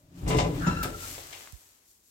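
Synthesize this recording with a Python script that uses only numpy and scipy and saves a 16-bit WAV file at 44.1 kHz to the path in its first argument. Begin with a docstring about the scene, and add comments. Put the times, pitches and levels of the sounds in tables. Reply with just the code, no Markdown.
"""In a small elevator cabin, a button is pressed. Relays and a lock clack behind the wall and make the
panels ring. The drive hums and rumbles, a dry joint squeaks as it sticks and slips, something clunks,
and the button snaps back. A sleeve rustles, cloth on cloth, as the arm is drawn away. A few small ticks
sound close by, and a finger bumps the microphone."""
import sys
import numpy as np
from scipy import signal
from scipy.fft import rfft, irfft
from scipy.io import wavfile

SR = 44100
rng = np.random.default_rng(int(sys.argv[2]) if len(sys.argv) > 2 else 0)


def store_wav(level_fs):
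    """Save 16-bit WAV to argv[1]."""
    pcm = np.round(np.clip(np.atleast_2d(level_fs), -1, 1) * 32767)
    wavfile.write(sys.argv[1], SR, pcm.T.astype(np.int16))


N = 92610
T = np.arange(N) / SR
HZ = np.fft.rfftfreq(N, 1 / SR)

# How alike left and right are: f/Hz, correlation (1 = the same)
LIKENESS = [(40, .99), (180, .95), (350, .72), (700, .15), (1100, -.35), (2800, 0), (12000, 0)]
# How much louder the left side is: f/Hz, left minus right/dB
BALANCE = [(40, 2), (170, 1), (350, 4), (700, 2), (1400, 4), (2800, 6), (7000, 4.5), (9500, 5.5),
           (13000, -0.5)]
# The quiet hush of the cabin: f/Hz, level/dB per Hz
HUSH_COLOUR = [(20, -102), (60, -97.5), (130, -105), (310, -102), (600, -111), (1500, -115), (7000, -115),
               (10000, -119)]

# How the drive swells and fades: t/s, rumble gain/dB, hum gain/dB
DRIVE_SWELL = [(0, -22.5, -48), (.07, -24, -30), (.16, -12, -15.5), (.25, 2, -4.5), (.45, 3, -1),
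               (.6, 7.5, -6.5), (.76, 3.5, 1), (.89, 1.5, -4.5), (1, -20.5, -7), (1.1, -13, -10),
               (1.25, -21, -19), (1.42, -31, -34.5), (1.7, -47, -38), (2.1, -56.5, -44)]
# Tones of the hum: f/Hz, base level/dB, extra fade once the drive eases/dB per s
HUM_TONES = [(44.1, -45.5, 3.6), (90.3, -40.5, 4.2), (170.9, -36, 70), (256.5, -46.5, 25), (279.9, -52, 50),
             (343, -55, 3.4)]
# The drive's rumble: f/Hz, base level/dB per Hz
RUMBLE_COLOUR = [(18, -60), (35, -65), (70, -62.5), (150, -60.5), (210, -83.5), (290, -61.5), (450, -84.5),
                 (800, -85.5), (1500, -95.5), (4000, -100), (12000, -115)]

# How the sleeve's rub and its finer fizz come and go: t/s, gain/dB
RUB_SWELL = [(0, -48), (.1, -28.5), (.19, -9), (.3, -45), (.6, 0.5), (.8, -3), (.95, -4), (1.03, 4),
             (1.15, 3), (1.27, -1), (1.36, -0.5), (1.46, -3), (1.57, -14.5), (1.7, -17.5), (1.84, -23.5),
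             (1.92, -33), (2.02, -49), (2.1, -45)]
FIZZ_SWELL = [(0, -26), (.1, -39), (.19, -18), (.3, -17.5), (.5, -14), (.6, -10.5), (.75, -12), (.95, -9),
              (1.03, 0), (1.12, 1.5), (1.25, -7.5), (1.4, -8), (1.52, -13.5), (1.68, -16.5), (1.83, -25.5),
              (1.91, -16), (2.02, -27), (2.06, -19.5)]
# Their mix of low and high sound: f/Hz, base level/dB per Hz
RUB_COLOUR = [(100, -100), (350, -86), (700, -88.5), (1400, -90), (2500, -89.5), (4500, -91.5),
              (8200, -92.5), (9500, -112.5), (16000, -104)]
FIZZ_COLOUR = [(1500, -112), (4000, -92.5), (7500, -83.5), (9800, -90.5), (12000, -85), (16000, -92)]
# Small ticks nearby: t/s, gain/dB, centre f/Hz, width/octaves, echo gain/dB, left minus right/dB
TICKS = [(1.181, -1.5, 520, .55, 1, 0), (1.182, -16, 2600, .7, -3, 6), (1.4745, -13, 1300, .9, -3, 5),
         (1.5243, -26, 9000, .8, -20, -14)]

# How loud the squeak is: t/s, base level/dB
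SQUEAK_SWELL = [(.62, -50), (.655, -41), (.678, -27), (.70, -31), (.745, -46), (.768, -36), (.805, -35),
                (.835, -40), (.875, -39), (.915, -54), (.95, -42), (.972, -54), (1.04, -47), (1.12, -64)]
# Its pitch: t/s, f/Hz
SQUEAK_PITCH = [(.62, 1440), (.662, 1375), (.68, 1325), (.72, 1365), (.76, 1325), (.79, 1385), (.83, 1345),
                (.862, 1295), (.885, 1365), (.99, 1378), (1.06, 1340)]
# How shrill it is: t/s, overtone gain/dB
SQUEAK_EDGE = [(.62, -12), (.665, -7), (.69, -9), (.735, 6), (.78, -4), (.86, -15), (1.1, -20)]
# Its overtones: multiple of the pitch, base gain/dB, gain in the flare as the joint catches/dB
OVERTONES = [(2, -7, -22), (3, -14.5, -22), (4, -17, -16.5), (5, -22, -7)]
# The rubbing under the squeak: t/s, gain/dB
RASP_SWELL = [(.57, -35), (.61, -9), (.63, 2.5), (.68, 1.5), (.73, -6.5), (.81, -8.5), (.845, 1.5),
              (.89, -9.5), (.94, -18)]
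# The narrow band of that rubbing: f/Hz, base level/dB per Hz
RASP_COLOUR = [(900, -105), (1250, -70), (1400, -69), (1720, -69.5), (1900, -83), (2600, -105)]

# The dull clunk: f/Hz, level/dB per Hz
CLUNK_COLOUR = [(25, -72), (120, -55), (180, -49), (235, -50), (310, -52), (450, -66), (880, -68),
                (1000, -58), (1100, -72), (5000, -85), (10000, -102)]
# The button's bright crack: f/Hz, gain/dB
SNAP_COLOUR = [(2000, -26), (5000, -5), (9500, -20), (12000, 1), (16000, -4)]

# Blows of the relays and lock: t/s, rise/s, five band gains/dB (low to high), panel gain/dB
BLOWS = [(0.222, 0.0059, 13.5, -28, -47, -37.5, -38.5, -10.5),
         (.260, 0.018, 4, -5.5, -5, -19.5, -28.5, -0.5), (.274, 0.011, 1, -3, -4, 5.5, 11, -6),
         (.297, 0.023, -9.5, 3, 9.5, -7, -11.5, 1), (.343, 0.004, 0, 1, -5, -4, -5, 4),
         (0.366, 0.0049, 9.5, -17, -7, -1.5, 5.5, 1), (.383, 0.0042, -13, 4, 7, 5.5, -9, 1),
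         (.444, 0.0085, -12.5, -2, -5.5, -29.5, -22, 4), (.545, 0.0031, -15, -32, -10.5, -22, 0, -35),
         (.722, 0.0041, -18.5, -9.5, -18, -27, -25.5, -12.5), (.827, 0.0061, -11, -15, 0, 0, 14.5, -35),
         (.848, .002, -13, -5, -20, -20, -10, -8), (1.326, 0.0013, -71.5, -25, -5, -11, -18, -32)]
# Where those five bands lie: f/Hz
BAND_HZ = [70, 500, 2600, 7000, 13000]
# The rattle after a blow: f/Hz, base level/dB per Hz
RATTLE_COLOUR = [(20, -46.5), (40, -56), (70, -58.5), (170, -54.5), (300, -55), (600, -60), (1050, -67),
                 (1500, -76), (2300, -71.5), (5000, -76.5), (8300, -76.5), (9400, -88.5), (12000, -89.5),
                 (16000, -99)]
# How long the rattle lasts: f/Hz, t60/s (the time to fade by 60 dB)
RATTLE_T60 = [(50, 0.84), (170, 0.42), (300, .7), (500, 0.48), (1000, 0.29), (7000, 0.28), (13000, 0.24)]
# Tones at which the panels ring: f/Hz, base level/dB, t60/s
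PANEL_TONES = [(134.25, -30, 0.45), (162.8, -31, .5), (304, -36, 0.46), (432.4, -30.5, 0.28),
               (581, -39, 0.42), (714.4, -43, 0.35), (818, -40, 0.28), (993, -32.5, 0.25),
               (1180, -48.5, 0.4), (2065, -44.5, .35), (2818, -46, 0.25), (3630, -43.5, 0.094),
               (5120, -49.5, 0.24)]

SPLIT = np.array([[.5], [-.5]])  # shares a difference between left and right


def amp(db):
    """Turn decibels into a gain."""
    return 10 ** (np.asarray(db) / 20)


def fade(t, t60):
    """A gain that falls by 60 dB every t60 seconds."""
    return amp(-60 * t / t60)


def read(points, hz):
    """Look up a table by frequency, on a log scale."""
    f, value = np.transpose(points)
    return np.interp(np.log(hz + 1), np.log(f + 1), value)


def curve(points, column=1):
    """Look up a table by time, at every sample."""
    rows = np.array(points)
    return np.interp(T, rows[:, 0], rows[:, column])


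def wander(hz):
    """A random wobble of about size 1, with speeds up to about hz."""
    x = irfft(rfft(rng.standard_normal(N)) * np.exp(-(HZ / hz) ** 2), N)
    return x / x.std()


def sides(db):
    """Left and right gains, with the left louder by db."""
    return amp(SPLIT * db)


def noise(db):
    """Stereo noise that fills the cabin, with a given level per Hz."""
    middle, side = rfft(rng.standard_normal((2, N)))
    alike = np.clip(read(LIKENESS, HZ), -.99, .99)
    side *= np.sqrt((1 - alike) / (1 + alike))
    spectrum = np.array([middle + side, middle - side]) * sides(read(BALANCE, HZ))
    return irfft(spectrum * amp(db), N) * np.sqrt(SR / 2)


def echo(x, t60):
    """Sound bounces between the close walls and blurs into a short tail."""
    t = T[:SR // 2]
    tail = rng.standard_normal((2, len(t))) * fade(t, t60) * (t > .002)
    return signal.fftconvolve(x[None], tail / np.linalg.norm(tail[0]), axes=1)[:, :N]


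def faint_ring():
    """A faint, wavering tone fades from the very start."""
    return amp(-68) * fade(T, t60=3.1) * np.sin(2 * np.pi * 607 * T + wander(hz=60))


def drive(ease_s=.75, flutter_db=2.5, pitch_waver=.0156):
    """The drive's wavering hum and its rumble swell and die away."""
    out = amp(curve(DRIVE_SWELL)) * noise(read(RUMBLE_COLOUR, HZ))
    swell_db = curve(DRIVE_SWELL, column=2)
    for f, db, fall in HUM_TONES:
        level = db + swell_db - fall * np.maximum(T - ease_s, 0) + flutter_db * wander(hz=34.8)
        phase = 2 * np.pi * np.cumsum(f * (1 + pitch_waver * wander(hz=14.9))) / SR
        out += np.sqrt(2) * amp(level) * sides(read(BALANCE, f)) * np.sin(phase)
    return out


def sleeve(grain_db=1):
    """Cloth slides on cloth: a grainy rub and a fine fizz."""
    grain = amp(grain_db * wander(hz=250))
    rub = amp(curve(RUB_SWELL)) * noise(read(RUB_COLOUR, HZ))
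    fizz = amp(curve(FIZZ_SWELL)) * noise(read(FIZZ_COLOUR, HZ))
    return grain * (rub + fizz)


def tick(at_s, db, hz, octaves, echo_db, left_db):
    """One short click nearby, with its echo from the walls."""
    band = np.exp(-.5 * (np.log2((HZ + 1) / hz) / octaves) ** 2)
    delay = np.exp(-2j * np.pi * HZ * at_s)
    click = amp(db) * irfft(band * delay, N)
    return sides(left_db) * (click + amp(echo_db) * echo(click, t60=.15))


def finger_bump(at_s=1.529, start_hz=133, end_hz=51.4, sag_s=.0078, rise_s=.0079):
    """A finger bumps the right microphone: a soft thud that drops in pitch."""
    t = np.maximum(T - at_s, 0)
    hz = end_hz + (start_hz - end_hz) * np.exp(-t / sag_s)
    phase = 2 * np.pi * np.cumsum(hz * (t > 0)) / SR
    pulse = amp(-34) * t / rise_s * np.exp(1 - t / rise_s)
    return amp([[-22], [0]]) * pulse * np.sin(phase)


def squeak(catch_s=.669, flare_s=.007, pitch_jitter=.017, flutter_db=3.94, left_lead_rad=1.8):
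    """A dry joint rasps, then sticks and slips fast enough to make an unsteady tone."""
    hz = curve(SQUEAK_PITCH) * (1 + pitch_jitter * wander(hz=253))
    phase = 2 * np.pi * np.cumsum(hz) / SR
    apart = left_lead_rad * SPLIT
    flare = np.exp(-.5 * ((T - catch_s) / flare_s) ** 2)
    edge = amp(curve(SQUEAK_EDGE))
    overtones = sum((amp(db) * edge + amp(flare_db) * flare) * np.sin(k * phase + apart)
                    for k, db, flare_db in OVERTONES)
    tone = amp(curve(SQUEAK_SWELL) + flutter_db * wander(hz=71)) * (np.sin(phase + apart) + overtones)
    tone *= (T > SQUEAK_SWELL[0][0]) * (T < SQUEAK_SWELL[-1][0])
    rasp = amp(curve(RASP_SWELL)) * noise(read(RASP_COLOUR, HZ))
    rasp *= (T > RASP_SWELL[0][0]) * (T < RASP_SWELL[-1][0])
    return sides(db=3) * (tone + amp(-6) * echo(tone[0], t60=.2)) + rasp


def clunk(at_s=.660, rise_s=.012, hold_s=.026, boom_hz=180, boom_rise_s=.013):
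    """A heavy, dull clunk from beyond the wall, with a brief boom."""
    t = T - at_s
    rise = np.clip(t / rise_s, 0, 1)
    fall = fade(np.maximum(t - hold_s, 0), t60=.22)
    boom_age = np.maximum(t - rise_s / 2, 0) / boom_rise_s  # 1 at the boom's peak
    boom = amp(-20.5) * boom_age * np.exp(1 - boom_age) * np.sin(2 * np.pi * boom_hz * t)
    return noise(read(CLUNK_COLOUR, HZ)) * rise * fall + boom


def button_snap(at_s=.8305):
    """The button springs back with a crisp crack."""
    t = np.maximum(T - at_s, 0)
    return noise(read(SNAP_COLOUR, HZ) - 69) * (t > 0) * fade(t, t60=.06)


def rattle(force, peak_db=7, valley_db=-2, sharpness=70, flutter_db=1.3):
    """A blow sets off a dense rattle, stronger near the panel tones; the highs die first."""
    peaks = sum(1 / (1 + ((HZ - f) / (4 + f / (2 * sharpness))) ** 2) for f, _, _ in PANEL_TONES)
    colour = read(RATTLE_COLOUR, HZ) + valley_db + peak_db * peaks
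    rough = noise(colour + read(force, HZ)) * amp(flutter_db * wander(hz=199))
    hz, t, bands = signal.stft(rough[:, :SR], SR, nperseg=512)
    bands *= fade(t, read(RATTLE_T60, hz)[:, None])
    return signal.istft(bands, SR, nperseg=512)[1][:, :SR]


def panel_ring(force, panel_db, pitch_waver=.012):
    """A blow makes the loose panels ring, each tone wavering as it fades."""
    out = np.zeros((2, SR))
    for f, db, t60 in PANEL_TONES:
        apart = np.arccos(read(LIKENESS, f)) * SPLIT
        phase = 2 * np.pi * f * np.cumsum(1 + pitch_waver * wander(hz=39.7)[:SR]) / SR
        gain = sides(read(BALANCE, f)) * amp(db + panel_db + read(force, f))
        out += gain * fade(T[:SR], t60) * np.sin(phase + apart)
    return out


def clacks():
    """Relays and a lock strike behind the wall; each blow rattles and rings."""
    out = np.zeros((2, N))
    for at_s, rise_s, *band_db, panel_db in BLOWS:
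        force = list(zip(BAND_HZ, band_db))
        rise = np.minimum(T[:SR] / rise_s, 1)
        clack = (rattle(force) + panel_ring(force, panel_db)) * rise
        start = round(at_s * SR)
        out[:, start:start + SR] += clack[:, :N - start]
    return out


def scene():
    """All the sounds together, over the hush of the cabin."""
    background = noise(read(HUSH_COLOUR, HZ)) + faint_ring() + drive()
    mix = background + squeak() + sleeve() + finger_bump() + clunk() + button_snap() + clacks()
    return mix + sum(tick(*row) for row in TICKS)


def record(dry, low_hz=30, high_hz=16100):
    """Cut away the deepest rumble and the very highest hiss."""
    low_cut = signal.butter(5, low_hz, "highpass", fs=SR, output="sos")
    high_cut = signal.firwin(511, high_hz, window=("kaiser", 9), fs=SR)
    return signal.oaconvolve(signal.sosfilt(low_cut, dry), high_cut[None], "same")


dry = scene()
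out = record(dry)
store_wav(out)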